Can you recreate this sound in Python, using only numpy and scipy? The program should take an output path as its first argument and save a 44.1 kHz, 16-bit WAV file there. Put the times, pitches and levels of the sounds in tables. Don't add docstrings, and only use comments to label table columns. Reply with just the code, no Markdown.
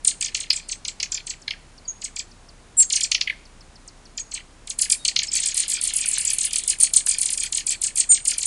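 import sys
import numpy as np
from scipy import signal
from scipy.fft import rfft, irfft, next_fast_len
from scipy.io import wavfile
from scipy.ndimage import uniform_filter1d

SR = 44100
rng = np.random.default_rng(int(sys.argv[2]) if len(sys.argv) > 2 else 0)


def persist_wave(psi):
    counts = np.round(np.clip(psi, -1, 1) * 32767).astype(np.int16)
    wavfile.write(sys.argv[1], SR, np.atleast_2d(counts).T)


N = 373086

# frequency_hz, relative_density_db [dB per Hz]
FLOOR = [(12, -50), (20, 9), (37, -1), (54, -7), (315, -15), (441, -18.5), (503, -19), (705, -19),
         (1010, -20), (3270, -29.5), (6100, -32), (6600, -30.5), (8120, -34.5), (10000, -31), (13000, -42),
         (22000, -120)]
# frequency_hz, rms_level_db
HUM = [(30.2, -50), (60.3, -59.5), (120.4, -73.5)]

# first_apex_s, beat_s [apex to apex], opening_pitch_hz, crown_pitch_hz, opening_level_db,
# crown_level_db, fade_db [per later beat], lower_voice_relative_level_db, snap [0 drawn out - 1 clipped]
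CHIRPS = [(.0452, 0.03, 11150, 9160, -15.5, -9, -19.5, -11, 0.15),
          (.2064, 0.037, 10720, 7240, -16, -18.5, -15, -10, 0.42),
          (.2214, 0.036, 11040, 9280, -17, -25, -25, -2, 0.46),
          (.3438, 0.022, 9100, 9900, -13, -25, -16, -3, 0.59),
          (.3734, 0.03, 9600, 8780, -32, -24.5, -13.5, -4, 0.16),
          (.500, 0.025, 7400, 6000, -6.5, -19.5, -26, -13.5, 0.72),
          (.529, 0.032, 10500, 8360, -22, -21, -17.5, -9, 0.2),
          (.687, 0.031, 9180, 8310, -27, -23.5, -34, -1.5, 0.015),
          (.847, 0.032, 9160, 8630, -22.5, -21, -29, -4.5, 0.53),
          (.9976, 0.028, 10120, 9820, -17, -15, -20, -10, 0.96),
          (1.117, 0.027, 8740, 7430, -16.5, -18, -10, -22, 0.38),
          (1.2664, 0.033, 9160, 7800, -25.5, -23, -23, -4, 0.075),
          (1.476, 0.028, 7140, 6600, -19.5, -21.5, -16, 1, 0.94),
          (2.015, 0.029, 8000, 8430, -30.5, -24.5, -27, -2, 0.037),
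          (2.160, 0.03, 9400, 7970, -25.5, -23.5, -31, -2, 0.19),
          (2.796, 0.025, 7320, 7830, -22.5, -17, -39, -17, 0.27),
          (2.898, .0294, 10460, 9340, -26, -22, -34, 7, 0),
          (2.9274, 0.032, 8000, 9030, -47, -19, -28, 5, 0),
          (3.005, 0.03, 10500, 8470, -19.5, -19.5, -39, 4, 0.085),
          (3.113, 0.031, 10200, 7080, -9.5, -11.5, -24, -2, .75),
          (3.208, 0.026, 8700, 5950, -10.5, -42, -22, -4.5, 0.85),
          (3.2705, .025, 5050, 4550, -21, -23.5, -25, 8.5, 0.74),
          (4.175, 0.021, 7540, 8300, -21.5, -34, -42, -11, 0),
          (4.313, 0.029, 7960, 8590, -30, -24.5, -12.5, -3, 0.018),
          (4.670, 0.029, 11600, 10000, -31.5, -24.5, -34, 1, 0.27),
          (4.7856, 0.031, 11560, 10150, -17, -11.5, -18, -6.5, 0.053),
          (4.896, 0.023, 11640, 9880, -14, -10.5, -27, -5.5, 0.12),
          (5.047, 0.031, 10900, 9140, -13.5, -16, -29, 1.5, 0.5),
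          (5.159, .0285, 8870, 7520, -10, -13.5, -15, -3.5, .7),
          (5.229, 0.039, 10160, 8400, -18.5, -31.5, -19, -3, 0.3),
          (5.314, 0.021, 8600, 8340, -22.5, -16, -19, -7.5, 0.051),
          (5.350, 0.016, 12300, 7920, -14, -16.5, -13, -7, 0),
          (5.3774, 0.025, 9020, 9000, -20, -20, -6, -13, 0.1),
          (5.4326, 0.041, 8800, 9040, -18, -21, -6, -22, 0.049),
          (5.4568, 0.027, 10600, 7960, -14.5, -19, -21, -9, 0.072),
          (5.541, 0.025, 11400, 11680, -19, -15.5, -10, -11.5, 0.098),
          (5.573, 0.028, 10450, 9300, -14, -15, -10, -11, 0.14),
          (5.677, 0.019, 11840, 11980, -19, -14, -14, -12.5, 0.083),
          (5.7126, 0.025, 10500, 8590, -17, -17.5, -8.5, -9.5, 0.0068),
          (5.810, 0.025, 11220, 11300, -19.5, -15, -19, -10, 0.023),
          (5.848, 0.026, 10830, 9200, -19, -17.5, -11, -7.5, 0.14),
          (5.933, .030, 12000, 10180, -17.5, -14.5, -24, -16, 0.027),
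          (5.982, 0.027, 10650, 8800, -20.5, -20, -8, -7, 0.041),
          (6.055, 0.029, 11900, 10090, -17.5, -15.5, -20, -27, 0),
          (6.110, 0.026, 10900, 8340, -17.5, -16.5, -8, -17, 0.022),
          (6.179, 0.028, 11400, 9820, -15.5, -16, -18, -21, 0.058),
          (6.247, 0.028, 11600, 7920, -14.5, -16, -9.5, -14.5, 0.07),
          (6.299, 0.032, 12140, 10700, -13, -14, -22, -21, 0.18),
          (6.3814, 0.028, 11530, 8800, -14.5, -15.5, -9, -15, 0.19),
          (6.4278, 0.024, 12000, 10040, -21, -16.5, -27, -13, 0),
          (6.505, 0.025, 10900, 10920, -26.5, -17, -26, -4.5, .3),
          (6.555, .028, 11770, 9600, -12.5, -17, -29, -8, 0.23),
          (6.6334, .0258, 10950, 9800, -22.5, -35, -22, -24, 0.17),
          (6.675, 0.024, 10970, 9530, -13.5, -12.5, -15.5, -7.5, .05),
          (6.7824, 0.026, 11700, 9750, -29, -12.5, -18, -31, 0.13),
          (6.798, 0.033, 12030, 9220, -14.5, -7, -19.5, -11.5, 0.025),
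          (6.933, 0.033, 11500, 9090, -10, -6.5, -23, -13, 0.023),
          (7.060, .030, 11030, 9280, -14, -11.5, -29, -15, 0),
          (7.0798, 0.03, 11740, 9620, -20, -14, -11.5, -10.5, 0.22),
          (7.181, .032, 11700, 10120, -15, -14, -24, -14, 0.059),
          (7.227, .029, 11480, 9740, -14.5, -14, -10.5, -14, 0.33),
          (7.300, 0.03, 11960, 9760, -18, -16.5, -38, -9, 0),
          (7.3726, .029, 11000, 8840, -17.5, -19, -7.5, -8, 0.08),
          (7.431, 0.031, 11870, 8020, -16.5, -26.5, -25, -17, 0.087),
          (7.522, 0.027, 10700, 8740, -15.5, -17, -8, -10.5, 0.17),
          (7.570, 0.027, 11020, 7200, -16.5, -28, -18, -17, 0),
          (7.665, 0.026, 10480, 8000, -15, -17.5, -8, -12, 0),
          (7.703, 0.018, 11100, 8240, -16.5, -21, -32, -13, 0.0094),
          (7.814, 0.028, 10640, 8250, -17.5, -18, -19.5, -20, 0),
          (7.834, .032, 11470, 9200, -15.5, -19.5, -25, -5, 0.043),
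          (7.9542, 0.029, 11200, 8850, -18.5, -18, -17.5, -18, 0),
          (7.970, 0.031, 11370, 8900, -15, -12, -23.5, -8, 0),
          (8.1136, .028, 10800, 8500, -15.5, -14, -14, -9.5, 0.14),
          (8.249, 0.03, 11800, 9550, -17.5, -13, -12.5, -9.5, 0.0083),
          (8.305, 0.029, 11110, 6620, -16, -24, -20, -6.5, 0.11),
          (8.3786, 0.031, 11530, 7600, -16.5, -23, -25, -8, 0.015),
          (8.427, 0.032, 10260, 9320, -16.5, -12, -20, -7, 0.087)]
# fall_s, rise_s, lead_s [sounding before the apex],
# lag_s [loudest after the apex], swell_s, fade_s, lower_pitch_share [of the upper voice], lower_level_shift_db
OPENING_SHAPE = (.008, .008, .005, .0041, .0028, .0024, .76, -2.3)
CROWN_SHAPE = (.0098, .011, 0.016, 0.0026, 0.0067, 0.0028, .83, 1)
DYING_SHAPE = (0.0073, .009, 0.015, 0.0011, .013, 0.0054, 0.67, 4.9)
# frequency_hz, gain_db
THROAT = [(1300, -0.5), (1650, -8), (2400, 2), (3000, -6), (3500, -5.5), (3850, -7), (4250, 1.5),
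          (5200, -3.5), (5700, -5.5), (6600, -1), (7500, 0.5), (8300, 1.5), (9500, 2.5)]
# frequency_hz, relative_density_db [dB per Hz]
AIR = [(600, -11), (1300, -1.5), (2100, 3.5), (4500, 14), (7000, -11.5), (9500, 12.5), (12300, 14.5),
       (14000, -46)]
# frequency_hz, relative_density_db [dB per Hz]
CRACK_COLOUR = [(600, -40), (1300, -9), (1700, -7), (2400, 2), (3100, -7), (4700, 0), (5800, -9),
                (6800, -8), (9000, -26)]

# start_s, starting_pitch_hz, level_db
SLURS = [(1.417, 9100, -43.5), (1.778, 6210, -44.5), (2.312, 6600, -48), (2.486, 6470, -45.5),
         (3.452, 6424, -47), (3.606, 6330, -45.5), (3.755, 6200, -45.5), (3.876, 9800, -36.5),
         (4.053, 6500, -44.5)]
# start_s, swell_s, fade_s, first_pitch_hz, held_pitch_hz, final_pitch_hz, peak_level_db
PEEPS = [(1.848, .008, .02, 5370, 4540, 4600, -46), (1.877, 0.013, 0.025, 6870, 6660, 6350, -22.5),
         (2.767, 0.047, 0.023, 8300, 7620, 7250, -11.5), (2.767, 0.04, 0.027, 8400, 9100, 7900, -16.5),
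         (2.822, 0.0091, 0.029, 7170, 6600, 6400, -25), (4.194, 0.0069, 0.023, 7500, 6630, 6300, -26),
         (4.975, 0.039, 0.035, 3800, 3760, 3720, -51), (5.276, .013, .013, 4300, 5400, 4200, -31),
         (8.089, 0.027, .038, 8450, 8745, 7860, -7.5), (8.089, 0.03, 0.034, 7500, 7050, 6850, -15.5)]
# time_s, centre_hz, rms_level_db
RASP_PATH = [(5.3, 3750, -53), (5.402, 3750, -46), (5.662, 3600, -46), (5.819, 3650, -44.5),
             (5.98, 2800, -41), (6.202, 2500, -40.5), (6.4, 2800, -43.5), (6.52, 3200, -40),
             (6.66, 3600, -43.5), (6.72, 3700, -51)]
# start_s, level_db
TAPS = [(6.1762, -19.5), (7.0718, -20)]
# frequency_hz, relative_level_db, t60_s
TAP_MODES = [(1520, -16, 0.024), (1770, -6.5, 0.017), (2730, -5, 0.015), (4100, -1, 0.0083),
             (6000, -1, 0.0071)]

# frequency_hz, t60_s
ROOM_T60 = [(1500, 0.041), (4000, 0.068), (7500, 0.13), (10400, 0.15)]
# frequency_hz, gain_db
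ROOM_COLOUR = [(2300, 6.5), (3200, 12.5), (5000, 6), (7000, 2.5), (9000, -0.5), (11500, 7)]
# frequency_hz, gain_db
MICROPHONE = [(1000, -2), (8700, 1.5), (10100, -2.5), (10550, -8.5), (10950, -22.5), (11500, -29),
              (12150, -32), (12800, -33), (15000, -55)]
# frequency_hz, gain_db
MIRROR = [(10600, -54), (11100, -3), (11700, -14.5), (12300, -35), (12700, -50), (13300, -95)]

FLOOR_DB = -49.5
BAND_LIMIT_HZ = 15900
LOWEST_HZ = 1474.7
DYING_PITCH = .76
SCATTER = .07
SNAP_SWEEP, SNAP_SWELL, SNAP_SHARE, SNAP_LAG_S = .6, 0.088, .8, 0.0043
NO_BASS = signal.butter(4, 1900, "high", fs=SR, output="sos")


def gain_of(db):
    return 10 ** (np.asarray(db) / 20)


def evened(x):
    return x / np.sqrt(np.mean(x ** 2) + 1e-20)


def read(points, hz):
    f, value = np.transpose(points)
    return np.interp(np.log(hz + 1), np.log(f + 1), value)


def add(mix, s, sound):
    part = mix[max(round(s * SR), 0):][:len(sound)]
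    part += sound[:len(part)]


def coloured(x, points):
    size = next_fast_len(len(x) + 2048)
    gain = gain_of(read(points, np.fft.rfftfreq(size, 1 / SR)))
    return irfft(rfft(x, size) * gain, size)[:len(x)]


def waver(count, size):
    once = uniform_filter1d(rng.standard_normal(count), size)
    return evened(uniform_filter1d(once, size))


def background():
    t = np.arange(N) / SR
    hum = sum(np.sqrt(2) * gain_of(db) * np.sin(2 * np.pi * (hz * t + rng.random())) for hz, db in HUM)
    noise = coloured(rng.standard_normal(N), FLOOR)
    noise = signal.sosfilt(signal.butter(2, 45, "high", fs=SR, output="sos"), noise)
    return hum + gain_of(FLOOR_DB) * evened(noise)


def voice(hz, jitter, overtone_db=-34):
    trembling_hz = hz * (1 + jitter * waver(len(hz), size=20))
    phase = 2 * np.pi * (np.cumsum(trembling_hz) / SR + rng.random())
    overtones = sum(gain_of(overtone_db * (k - 1)) * (k * hz < SR / 2) * np.sin(k * phase) for k in range(2, 4))
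    return np.sin(phase) + overtones


def bend(t, top_hz, sweep, snap, snap_lift=1.12, rest_scatter=0.0698, wobble=0.0311):
    tension = 1 / (1 + (t / sweep) ** 2 / 2) ** 2
    rest_hz = LOWEST_HZ * snap_lift ** snap * np.exp(rest_scatter * rng.standard_normal())
    pitch = rest_hz + (top_hz - rest_hz) * tension
    return pitch * (1 + wobble * (1 - tension) * waver(len(t), size=110))


def push(t, swell, fade, lead_in=0.48):
    rise = (1 - lead_in) * np.exp(-(t / swell) ** 2) + lead_in * np.exp(-abs(t) / (swell + 0.00096))
    return np.where(t < 0, rise, 1 / np.cosh(np.clip(t / fade, 0, 50)))


def driven_voice(hz, pressure):
    return pressure * voice(hz, jitter=0.018, overtone_db=-29.5)


def crack(t, top_hz, crack_db=-10, swell=0.00084, fade=0.0019, reach=0.95):
    noise = evened(coloured(rng.standard_normal(len(t)), CRACK_COLOUR))
    low_pass = signal.butter(3, min(reach * top_hz, SR / 3), fs=SR, output="sos")
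    return gain_of(crack_db) * push(t, swell, fade) * signal.sosfilt(low_pass, noise)


def beak(sound, snap, db, ring_db=3, ring_hz=5400, shut_db=-5, gape_db=-2, low_hz=2200, gape_per_db=0.3479,
         usual_db=-18, pose_db=1.5, count=9):
    thin_db = (gape_db - gape_per_db * (db - usual_db)) * (1 - snap)
    gape = [(low_hz / 2, gape_db), (low_hz, thin_db), (2 * low_hz, 0),
            (ring_hz, ring_db * snap), (2 * ring_hz, shut_db * snap)]
    hz = np.geomspace(low_hz / 2, 2 * ring_hz, 2 * count)
    pose = pose_db * np.clip(rng.standard_normal(len(hz)), -2, 1)
    return coloured(sound, np.transpose([hz, read(gape, hz) + pose]))


def arch(s, shape, top_hz, db, lower_db, snap, lower_sweep=.8, lower_lag=0.086, lower_fade=1.327, coupling_db=-22,
         linger_db=-19, linger_limit_db=-39, linger=0.73, linger_lag=1.73):
    fall, rise, lead, lag, swell, fade, share, shift_db = shape
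    slow, apart = np.exp(SCATTER * np.clip(rng.standard_normal(2), -2, 2))
    hurry = SNAP_SWEEP ** snap
    fall, rise, fade, lead = fall * slow * hurry, rise * hurry, fade * hurry, lead * hurry
    lag = lag + (SNAP_LAG_S - lag) * snap
    swell = swell * SNAP_SWELL ** snap
    lower_hz = top_hz * share * apart * SNAP_SHARE ** snap
    lower_db = lower_db + shift_db

    t = np.arange(-SR // 50, SR // 28) / SR
    sweep = np.where(t < 0, rise, fall)
    pressure = gain_of(db) * np.exp(-(np.minimum(t, 0) / lead) ** 4)
    upper = driven_voice(bend(t, top_hz, sweep, snap), pressure * push(t - lag, swell, fade))

    last_air = gain_of(min(db + linger_db, linger_limit_db)) * np.exp(-((t / fall - linger_lag) / linger) ** 2)
    lower_push = gain_of(lower_db) * push(t - lag - lower_lag * fall, swell, lower_fade * fade)
    lower = driven_voice(bend(t, lower_hz, sweep * lower_sweep, snap), pressure * lower_push + last_air)

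    product = gain_of(coupling_db - db - lower_db / 2) * upper * lower
    coupled = signal.sosfilt(NO_BASS, product)
    burst = snap * gain_of(db) * crack(t - lag, top_hz)
    return s + t[0], beak(upper + lower + coupled + burst, snap, db)


def chirp(row, count=2):
    s, beat, opening_hz, crown_hz, opening_db, crown_db, fade_db, lower_db, snap = row
    swings = [(OPENING_SHAPE, opening_hz, opening_db), (CROWN_SHAPE, crown_hz, crown_db)]
    for k in range(1, count + 1):
        swings.append((DYING_SHAPE, crown_hz * DYING_PITCH ** k, crown_db + fade_db * k))
    return [arch(s + k * beat, *swing, lower_db, np.clip(snap, 0, 1)) for k, swing in enumerate(swings)]


def turbulence(song, hiss, air_db=-20, growth=0.91, usual_db=-20):
    speed = np.diff(song, prepend=0)
    strength = np.sqrt(abs(uniform_filter1d(speed ** 2, size=130))) / gain_of(usual_db)
    return gain_of(air_db + usual_db) * strength ** growth * hiss


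def room(x, box_db=-7, box_time=.0035, room_db=-8, late_db=-24, late_t60=0.52, gap=0.0055, lowest_hz=300):
    t = np.arange(SR // 3) / SR
    box = np.zeros(len(t))
    box[(SR * box_time * rng.uniform(.1, 1, size=8)).astype(int)] = rng.choice([-1, 1], size=8)

    hz, age, z = signal.stft(rng.standard_normal(len(t)), SR, nperseg=256)
    decay = np.exp(-np.log(1000) * age / read(ROOM_T60, hz)[:, None])
    tail = signal.istft(z * decay, SR, nperseg=256)[1][:len(t)]
    tail *= np.clip(t / gap - .5, 0, 1)

    late = rng.standard_normal(len(t)) * np.exp(-np.log(1000) * t / late_t60) * (t > gap)
    parts = ((box_db, box), (room_db, tail), (late_db, late))
    echoes = sum(gain_of(db) * part / np.linalg.norm(part) for db, part in parts)
    heard = x + signal.oaconvolve(x, coloured(echoes, ROOM_COLOUR))[:N]
    return signal.sosfilt(signal.butter(2, lowest_hz, "high", fs=SR, output="sos"), heard)


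def begging(count=4):
    places = np.zeros((count, N))
    for k, row in enumerate(CHIRPS):
        for swing in chirp(row):
            add(places[k % count], *swing)
    hiss = evened(coloured(rng.standard_normal(N), AIR))
    heard = sum(room(place + turbulence(place, hiss)) for place in places)
    return coloured(heard, THROAT)


def slur(row, rest_hz=3900, sink=0.006, swell=0.00092, fade=0.0065):
    s, hz, db = row
    t = np.arange(SR // 30) / SR
    pitch = rest_hz + (hz - rest_hz) * np.exp(-t / sink)
    return s, gain_of(db) * push(t - 2 * swell, swell, fade) * voice(pitch, jitter=0.023)


def peep(row, droop=4.2, fullness=1.05, hook_s=0.00372, jitter=0.0069):
    start, swell, fade, first_hz, hz, final_hz, db = row
    t = np.arange(0, swell + fade, 1 / SR)
    hook = (first_hz - hz) * np.exp(-t / hook_s)
    pitch = hz + hook + (final_hz - hz) * (t / t[-1]) ** droop
    angle = np.interp(t, [0, swell, swell + fade], [0, np.pi / 2, np.pi])
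    pressure = abs(np.sin(angle)) ** fullness
    return start, gain_of(db) * pressure * voice(pitch, jitter)


def rasp(width_hz=380, grain=0.26):
    t = np.arange(N) / SR
    s, hz, db = np.transpose(RASP_PATH)
    noise = rng.standard_normal(N) + 1j * rng.standard_normal(N)
    band = signal.sosfilt(signal.butter(2, width_hz, fs=SR, output="sos"), noise)
    carrier = np.exp(2j * np.pi * np.cumsum(np.interp(t, s, hz)) / SR)
    band = evened((band * carrier).real * (1 + grain * waver(N, size=90)))
    return band * gain_of(np.interp(t, s, db)) * (t > s[0]) * (t < s[-1])


def tap(row):
    s, db = row
    t = np.arange(SR // 20) / SR
    ringing = sum(gain_of(level) * np.exp(-np.log(1000) * t / t60) * np.sin(2 * np.pi * hz * t)
                  for hz, level, t60 in TAP_MODES)
    return s, gain_of(db) * ringing


def small_sounds():
    mix = np.zeros(N)
    for table, source in ((SLURS, slur), (PEEPS, peep), (TAPS, tap)):
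        for row in table:
            add(mix, *source(row))
    return room(mix, box_db=-9, room_db=-20, late_db=-20, lowest_hz=1090)


def scene():
    return (background() + begging() + small_sounds() + rasp())[None]


def record(dry, ceiling=0.68, low_ceiling=0.85, knee=14):
    x = coloured(dry[0], MICROPHONE)
    x = x + coloured(x * np.cos(np.pi * np.arange(N)), MIRROR)
    limit = np.where(x > 0, ceiling, low_ceiling)
    x = x / (1 + abs(x / limit) ** knee) ** (1 / knee)
    low_pass = signal.firwin(511, BAND_LIMIT_HZ, window=("kaiser", 9), fs=SR)
    return signal.oaconvolve(x, low_pass, "same")[None]


dry = scene()
out = record(dry)
persist_wave(out)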